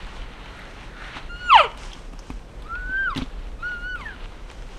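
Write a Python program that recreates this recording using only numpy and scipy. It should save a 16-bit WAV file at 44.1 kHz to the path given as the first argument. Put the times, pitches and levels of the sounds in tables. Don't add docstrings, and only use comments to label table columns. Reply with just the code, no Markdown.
import sys
import numpy as np
from scipy import signal
from scipy.io import wavfile
from scipy.ndimage import uniform_filter1d

SR = 44100
rng = np.random.default_rng(int(sys.argv[2]) if len(sys.argv) > 2 else 0)


def waveform_to_disk(signal):
    frames = np.transpose(np.atleast_2d(signal))
    scaled = np.clip(frames, -1, 1) * 32767
    samples = np.round(scaled).astype(np.int16)
    wavfile.write(sys.argv[1], SR, samples)


N = 211062

# (time [s], pitch [Hz], first partial [dB], second partial [dB], third partial [dB], high whine [dB])
MEWS = [
    [(1.293, 1393, -50, -44, -60, -70), (1.305, 1403, -36.5, -49, -63.5, -67),
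     (1.36, 1420, -38, -49.5, -52, -73), (1.385, 1442, -54, -48.5, -61, -72),
     (1.41, 1459, -39.5, -49.5, -56, -64), (1.475, 1440, -33.5, -43, -52, -53.5),
     (1.5, 1383, -18, -28, -60, -53), (1.532, 1057, -8, -25.5, -29, -57),
     (1.543, 1001, -10.5, -24, -19.5, -52), (1.562, 882, -6, -25.5, -21, -56),
     (1.587, 688.3, -24.5, -23, -25, -45), (1.61, 600.6, -15.5, -17, -36.5, -50),
     (1.632, 528, -36.5, -35, -45, -52), (1.647, 479.6, -25.5, -27.5, -38.5, -55),
     (1.68, 345, -46, -55, -39, -86)],
    [(2.64, 1124, -60, -56, -64, -70), (2.665, 1246, -42, -69, -67, -76),
     (2.685, 1327, -51, -62, -69.5, -79), (2.695, 1332, -38, -66, -76, -79),
     (2.72, 1349, -31.5, -68, -69.5, -77), (2.745, 1405, -27, -68.5, -77, -76),
     (2.775, 1478, -35.5, -69, -77, -76), (2.85, 1477, -33.5, -75, -82, -73),
     (2.99, 1577, -22.5, -49.5, -70, -72), (3.052, 1564, -23, -48.5, -69, -73),
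     (3.087, 1378, -22.5, -55, -72, -72), (3.103, 1260, -31.5, -49, -50, -64),
     (3.13, 1076, -28, -55, -67, -71), (3.165, 940, -57, -47, -56, -70)],
    [(3.59, 1244, -49, -57, -63, -74), (3.62, 1290, -49, -56, -64, -66),
     (3.632, 1383, -28.5, -56, -63, -65), (3.65, 1434, -28.5, -56, -59, -63),
     (3.69, 1473, -30.5, -51, -58, -66), (3.77, 1410, -33, -53, -64, -73), (3.81, 1416, -39, -51, -65, -72),
     (3.89, 1493, -29, -48, -55, -70), (3.94, 1477, -27.5, -43.5, -61, -72),
     (3.965, 1372, -32.5, -56, -70, -64), (3.98, 1285, -52, -45, -61, -63),
     (4.0, 1200, -39.5, -48.5, -62, -67), (4.025, 1034, -42, -35, -55, -67),
     (4.045, 955, -46, -57, -58, -68), (4.062, 905, -52, -34.5, -61, -63), (4.11, 778, -57, -39, -60, -77),
     (4.15, 700, -58, -46, -74, -82)],
]
# (frequency [Hz], relative level [dB])
CALL_COLOUR = [(900, 18), (1300, -5.5), (1700, -15.5), (2300, -1), (2650, -2.5), (3050, 3), (3600, -18.5),
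               (4000, -13), (4500, -9), (5000, -22.5), (5400, -43.5)]
# (frequency [Hz], relative level [dB])
WHINES = [
    [(5000, -23), (5800, -8.5), (7000, 0.5), (7800, -11), (8600, -17), (9600, -12), (10300, -17),
     (12000, -34), (14000, -42)],
    [(5000, -32), (7200, -21), (14000, -30)],
    [(5000, -26), (5900, 2), (7300, -13), (8800, -25), (10300, -6.5), (11700, -14), (14000, -33)],
]
# (delay [s], relative level [dB])
ECHOES = [(0.009, -14), (0.024, -26)]
# (start [s], peak time [s], end [s], body [dB], treble [dB])
STROKES = [(-0.02, 0.17, 0.25, -47, -57), (0.442, 0.59, 0.65, -55, -59.5), (0.626, 0.827, 0.92, -47.5, -60),
           (0.961, 1.048, 1.295, -41.5, -56), (1.13, 1.184, 1.205, -36.5, -54.5),
           (1.34, 1.457, 2, -49.5, -63), (1.77, 1.853, 1.96, -43.5, -48), (1.926, 1.97, 2.11, -49, -56),
           (2.113, 2.12, 2.73, -53.5, -66), (2.21, 2.295, 2.43, -53.5, -56.5),
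           (2.57, 2.626, 2.52, -52, -57.5), (3.153, 3.17, 3.225, -36, -44),
           (3.2, 3.225, 3.32, -49.5, -56.5), (3.415, 3.466, 3.5, -57, -68), (3.589, 3.69, 3.9, -49, -65),
           (3.96, 4.068, 4.27, -46, -67), (4.192, 4.245, 4.78, -49.5, -65),
           (4.465, 4.515, 4.6, -50.5, -55.5), (4.56, 4.776, 4.83, -55, -60.5)]
# (time [s], body [dB], treble [dB], hollow band [dB])
FAINT_RUSTLE = [(0, -43.5, -65, -52.5), (.3, -46.5, -68, -57), (.6, -46, -67, -46), (.85, -50, -72, -57.5),
                (1.03, -51.5, -65, -40), (1.15, -44, -72, -43.5), (1.3, -55, -72, -58),
                (1.72, -52, -65, -59), (2.2, -61.5, -67, -86), (2.8, -52.5, -77, -57), (3.4, -52, -71, -73),
                (4.05, -66, -78, -61.5), (4.79, -51, -65, -68)]
# (frequency [Hz], relative level [dB])
RUSTLE_BODY = [(250, -1.5), (500, -7), (1000, 6), (2000, -1.5), (3000, 1), (3900, -4), (4600, -23),
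               (6000, -23.5)]
# (frequency [Hz], relative level [dB])
RUSTLE_TREBLE = [(2500, -5.5), (4500, 13), (6000, 30), (8500, 11), (10500, -41), (13000, -26.5),
                 (15000, -28.5)]
# (time [s], ring level [dB], ring pitch [Hz], crack [dB], thud [dB], time to fade 60 dB [s])
TICKS = [(0.219, -34, 2860, -62, -51, 0.031), (0.571, -44, 1950, -48, -59, 0.023),
         (0.591, -34, 1870, -47, -51, 0.054), (1.1634, -38, 1920, -71, -23, 0.088),
         (1.774, -35, 2950, -41, -38, 0.025), (1.917, -33, 3182, -58, -52, 0.028),
         (1.932, -27.5, 3100, -42, -51, 0.029), (1.933, -34.5, 5460, -53, -55, 0.021),
         (2.134, -41, 2370, -49, -40, 0.027), (2.191, -33, 5862, -45, -35.5, 0.034),
         (2.3022, -35, 2210, -43, -27, 0.032), (2.6222, -38, 3265, -45.5, -43, 0.026),
         (2.7533, -33, 2440, -70, -34.5, 0.028), (3.1495, -28.5, 3250, -63, -37, 0.013),
         (3.1604, -24, 3113, -56, -49, 0.015), (3.1654, -28.5, 1974, -39, -43, 0.048),
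         (3.1757, -19.5, 3323, -33, -28, 0.032), (3.186, -35, 3670, -47, -39, 0.058),
         (3.2131, -31, 2300, -61, -29, 0.031), (3.2213, -30, 3364, -66, -52, 0.055),
         (3.9547, -36, 2680, -48, -38, 0.039), (4.006, -48, 6990, -55, -55, 0.02),
         (4.244, -39.5, 3010, -58, -52, 0.053), (4.3204, -45, 3260, -60, -42, 0.022)]
# (time [s], relative level [dB])
KNOCKS = [(1.163, -29), (1.964, -34), (2.136, -29), (2.302, -20), (2.894, -26), (3.161, -18.5),
          (3.1682, -20), (3.179, -17), (3.1875, -17), (3.2205, -16), (3.225, -19.5)]
# (frequency [Hz], relative level [dB], time to fade 60 dB [s])
HOLLOW_TONES = [(92, -4, 0.093), (163, 1, 0.046), (261.3, 4.5, 0.059), (610, -8, 0.0084)]
# (frequency [Hz], relative level [dB])
AIR = [(35, -33), (60, -4.5), (102, -4.5), (295, -11), (446, -11), (575, -14), (2300, -31), (2520, -51),
       (3900, -34), (7980, -39.5), (14900, -51.5)]
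# (time [s], level [dB])
RUMBLE = [(0.0, -33), (0.53, -39.5), (1.15, -41.5), (1.28, -32), (1.38, -41.5), (1.45, -33.5),
          (1.77, -38.5), (1.84, -35), (1.92, -40), (2.37, -39), (2.72, -35), (3.26, -37), (3.53, -31),
          (3.61, -38), (4.79, -36)]


def mew_calls():
    waver_db, overtone_waver_db = .4, 2.5
    pitch_shake, flutter_db, rasp_hz, rasp_width_hz = .009, 4, 8300, 780
    pitch_hz, first_db, second_db, third_db, whine_db = in_time([row for mew in MEWS for row in mew])
    t, sounding, which_mew = np.arange(N) / SR, np.zeros(N), np.zeros(N, int)
    for k, mew in enumerate(MEWS):
        start, end = mew[0][0], mew[-1][0]
        sounding[(t > start) & (t < end)] = 1
        which_mew[t > start] = k
    sounding = uniform_filter1d(sounding, size=300)
    pitch_hz = uniform_filter1d(pitch_hz, size=500)
    falling = np.clip(-np.gradient(np.log(pitch_hz)) * SR / 6, 0, 1)
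    phase = 2 * np.pi * np.cumsum(pitch_hz * (1 + pitch_shake * falling * drift(250))) / SR
    tone = from_db(first_db + waver_db * drift(30)) * np.sin(phase)
    uneven_db = overtone_waver_db * drift(30) + .75 * flutter_db * falling * drift(120)
    tone += from_db(second_db + uneven_db) * np.sin(2 * phase + 1)
    for k in range(3, 25):
        colour_db = at_hz(CALL_COLOUR, k * pitch_hz) - at_hz(CALL_COLOUR, 3 * pitch_hz) - 2.26 * (k - 3)
        whine_colour_db = np.choose(which_mew, [at_hz(whine, k * pitch_hz) for whine in WHINES])
        gain = from_db(third_db + colour_db) + from_db(whine_db + whine_colour_db - 8 * falling)
        uneven_db = overtone_waver_db * drift(27) + flutter_db * falling * drift(260)
        tone += gain * from_db(uneven_db) * np.sin(k * phase + k * k)
    breath = from_db(first_db - 36) * banded_noise(CALL_COLOUR, 0, rng.standard_normal((2, N)))
    rasp = resonance(rng.standard_normal(N), rasp_hz, rasp_width_hz)
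    rasp = rms_one(resonance(rasp, rasp_hz, 3 * rasp_width_hz))
    rasp *= from_db(whine_db - 3) * uniform_filter1d(falling, size=600)
    return sounding * (np.sqrt(2) * tone + breath + rasp)


def forest_echo(sound):
    tail_db, fade_s, rise_s = -21, .44, .0083
    t = np.arange(SR // 2) / SR
    tail = rng.standard_normal(len(t)) * from_db(-60 * t / fade_s) * np.minimum(t / rise_s, 1)
    tail = signal.lfilter([.4], [1, -.6], tail)
    response = from_db(tail_db) * tail / np.sqrt(np.sum(tail ** 2))
    response[0] = 1
    for delay, db in ECHOES:
        response[round(delay * SR)] += from_db(db)
    return signal.fftconvolve(sound, response)[:N]


def rustle():
    snaps_per_s, hollow_hz, hollow_width_hz = 900, 1400, 700
    body_db, treble_db, hollow_db = in_time(FAINT_RUSTLE)
    body_gain, treble_gain = brush_strokes(body_db, treble_db)
    snaps = (rng.random((2, N)) < snaps_per_s / SR) * from_db(6 * np.minimum(rng.exponential(1, N), 5))
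    friction = rng.standard_normal((2, N)) * (1 + .6 * snaps)
    body = low_pass(banded_noise(RUSTLE_BODY, .9, friction), hz=4300, order=4)
    treble = banded_noise(RUSTLE_TREBLE, .9, friction)
    hollow = rms_one(double_resonance(friction[0], hollow_hz, hollow_width_hz))
    return 1.13 * body_gain * body + treble_gain * treble + from_db(hollow_db) * hollow


def brush_strokes(faint_body_db, faint_treble_db):
    rise_db, fall_db, edge_s = 5, 8.5, .021
    treble_swing = 1.38
    t = np.arange(N) / SR
    body_power, treble_power = from_db(2 * faint_body_db), from_db(2 * faint_treble_db)
    for start, peak, end, body_db, treble_db in STROKES:
        swell_db = np.interp(t, [start, peak, end], [-rise_db, 0, -fall_db])
        edge_fade = np.clip(np.minimum(t - start, end - t) / edge_s, 0, 1)
        body_power += edge_fade * from_db(2 * (body_db + swell_db))
        treble_power += edge_fade * from_db(2 * (treble_db + treble_swing * swell_db))
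    return np.sqrt(body_power), np.sqrt(treble_power)


def twig_ticks():
    out, t = np.zeros(N), np.arange(3000) / SR
    for start, ring_db, ring_hz, crack_db, thud_db, fade_s in TICKS:
        burst = rng.standard_normal(len(t)) * from_db(-60 * t / fade_s)
        parts = (ring_db, ring_hz, .3 * ring_hz), (crack_db, 7500, 9000), (thud_db, 900, 900)
        for db, hz, width_hz in parts:
            part = double_resonance(burst, hz, width_hz)
            add(out, start, from_db(db) * part / np.abs(part).max())
    return out


def hollow_knocks():
    out, t = np.zeros(N), np.arange(6000) / SR
    knock = sum(from_db(db - 60 * t / fade_s) * np.sin(2 * np.pi * hz * t)
                for hz, db, fade_s in HOLLOW_TONES)
    for start, db in KNOCKS:
        add(out, start, from_db(db - 9) * knock)
    return out


def air_hiss():
    return from_db(-45.5) * banded_noise(AIR, .56, rng.standard_normal((2, N)))


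def rumble():
    deep = resonance(rng.standard_normal(N), hz=33.5, width_hz=19.5)
    deep = low_pass(deep, hz=50, order=4)
    return from_db(in_time(RUMBLE)[0]) * rms_one(deep)


def banded_noise(colour, flicker_db, noises):
    out, shared_drift, edges_hz = 0, drift(8), 50 * 2 ** np.arange(0, 8.6, .5)
    for k, (low, high) in enumerate(zip(edges_hz, edges_hz[1:])):
        band = signal.sosfilt(signal.butter(2, [low, high], "band", fs=SR, output="sos"), noises[k % 2])
        band_db = at_hz(colour, np.sqrt(low * high)) + flicker_db * (shared_drift + drift(54))
        out = out + band * from_db(band_db)
    return rms_one(out)


def drift(rate):
    step, warm_up = 40, 2000
    r = np.exp(-2 * np.pi * step * rate / SR)
    noise = rng.standard_normal(N // step + warm_up + 2)
    slow = signal.lfilter([1], [1, -2 * r, r * r], noise)[warm_up:]
    return np.interp(np.arange(N) / step, np.arange(len(slow)), rms_one(slow))


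def resonance(x, hz, width_hz):
    r = np.exp(-np.pi * width_hz / SR)
    feedback = [1, -2 * r * np.cos(2 * np.pi * hz / SR), r * r]
    return signal.lfilter(np.array([1, 0, -1]) * (1 - r * r) / 2, feedback, x)


def double_resonance(x, hz, width_hz):
    return resonance(resonance(x, hz, width_hz), hz, width_hz)


def low_pass(x, hz, order):
    return signal.sosfilt(signal.butter(order, hz, fs=SR, output="sos"), x)


def from_db(db):
    return 10 ** (np.asarray(db) / 20)


def rms_one(x):
    return x / np.sqrt(np.mean(x ** 2) + 1e-20)


def in_time(rows):
    times, *columns = np.transpose(rows)
    return [np.interp(np.arange(N) / SR, times, column) for column in columns]


def at_hz(colour, hz):
    frequencies, levels_db = np.transpose(colour)
    return np.interp(np.log(hz), np.log(frequencies), levels_db)


def add(out, start_s, sound):
    i = round(start_s * SR)
    out[i:i + len(sound)] += sound[:N - i]


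def scene():
    air = air_hiss()
    return (forest_echo(mew_calls() + twig_ticks()) + hollow_knocks() + rustle() + air + rumble())[None]


def record(dry):
    ceiling, cutoff_hz = 1.12, 15300
    dull = low_pass(dry, hz=11900, order=2)
    rounded = dull / (1 + np.abs(dull / ceiling) ** 4) ** (1 / 4)
    return signal.sosfilt(signal.cheby2(12, 70, cutoff_hz, fs=SR, output="sos"), rounded)


dry = scene()
out = record(dry)
waveform_to_disk(out)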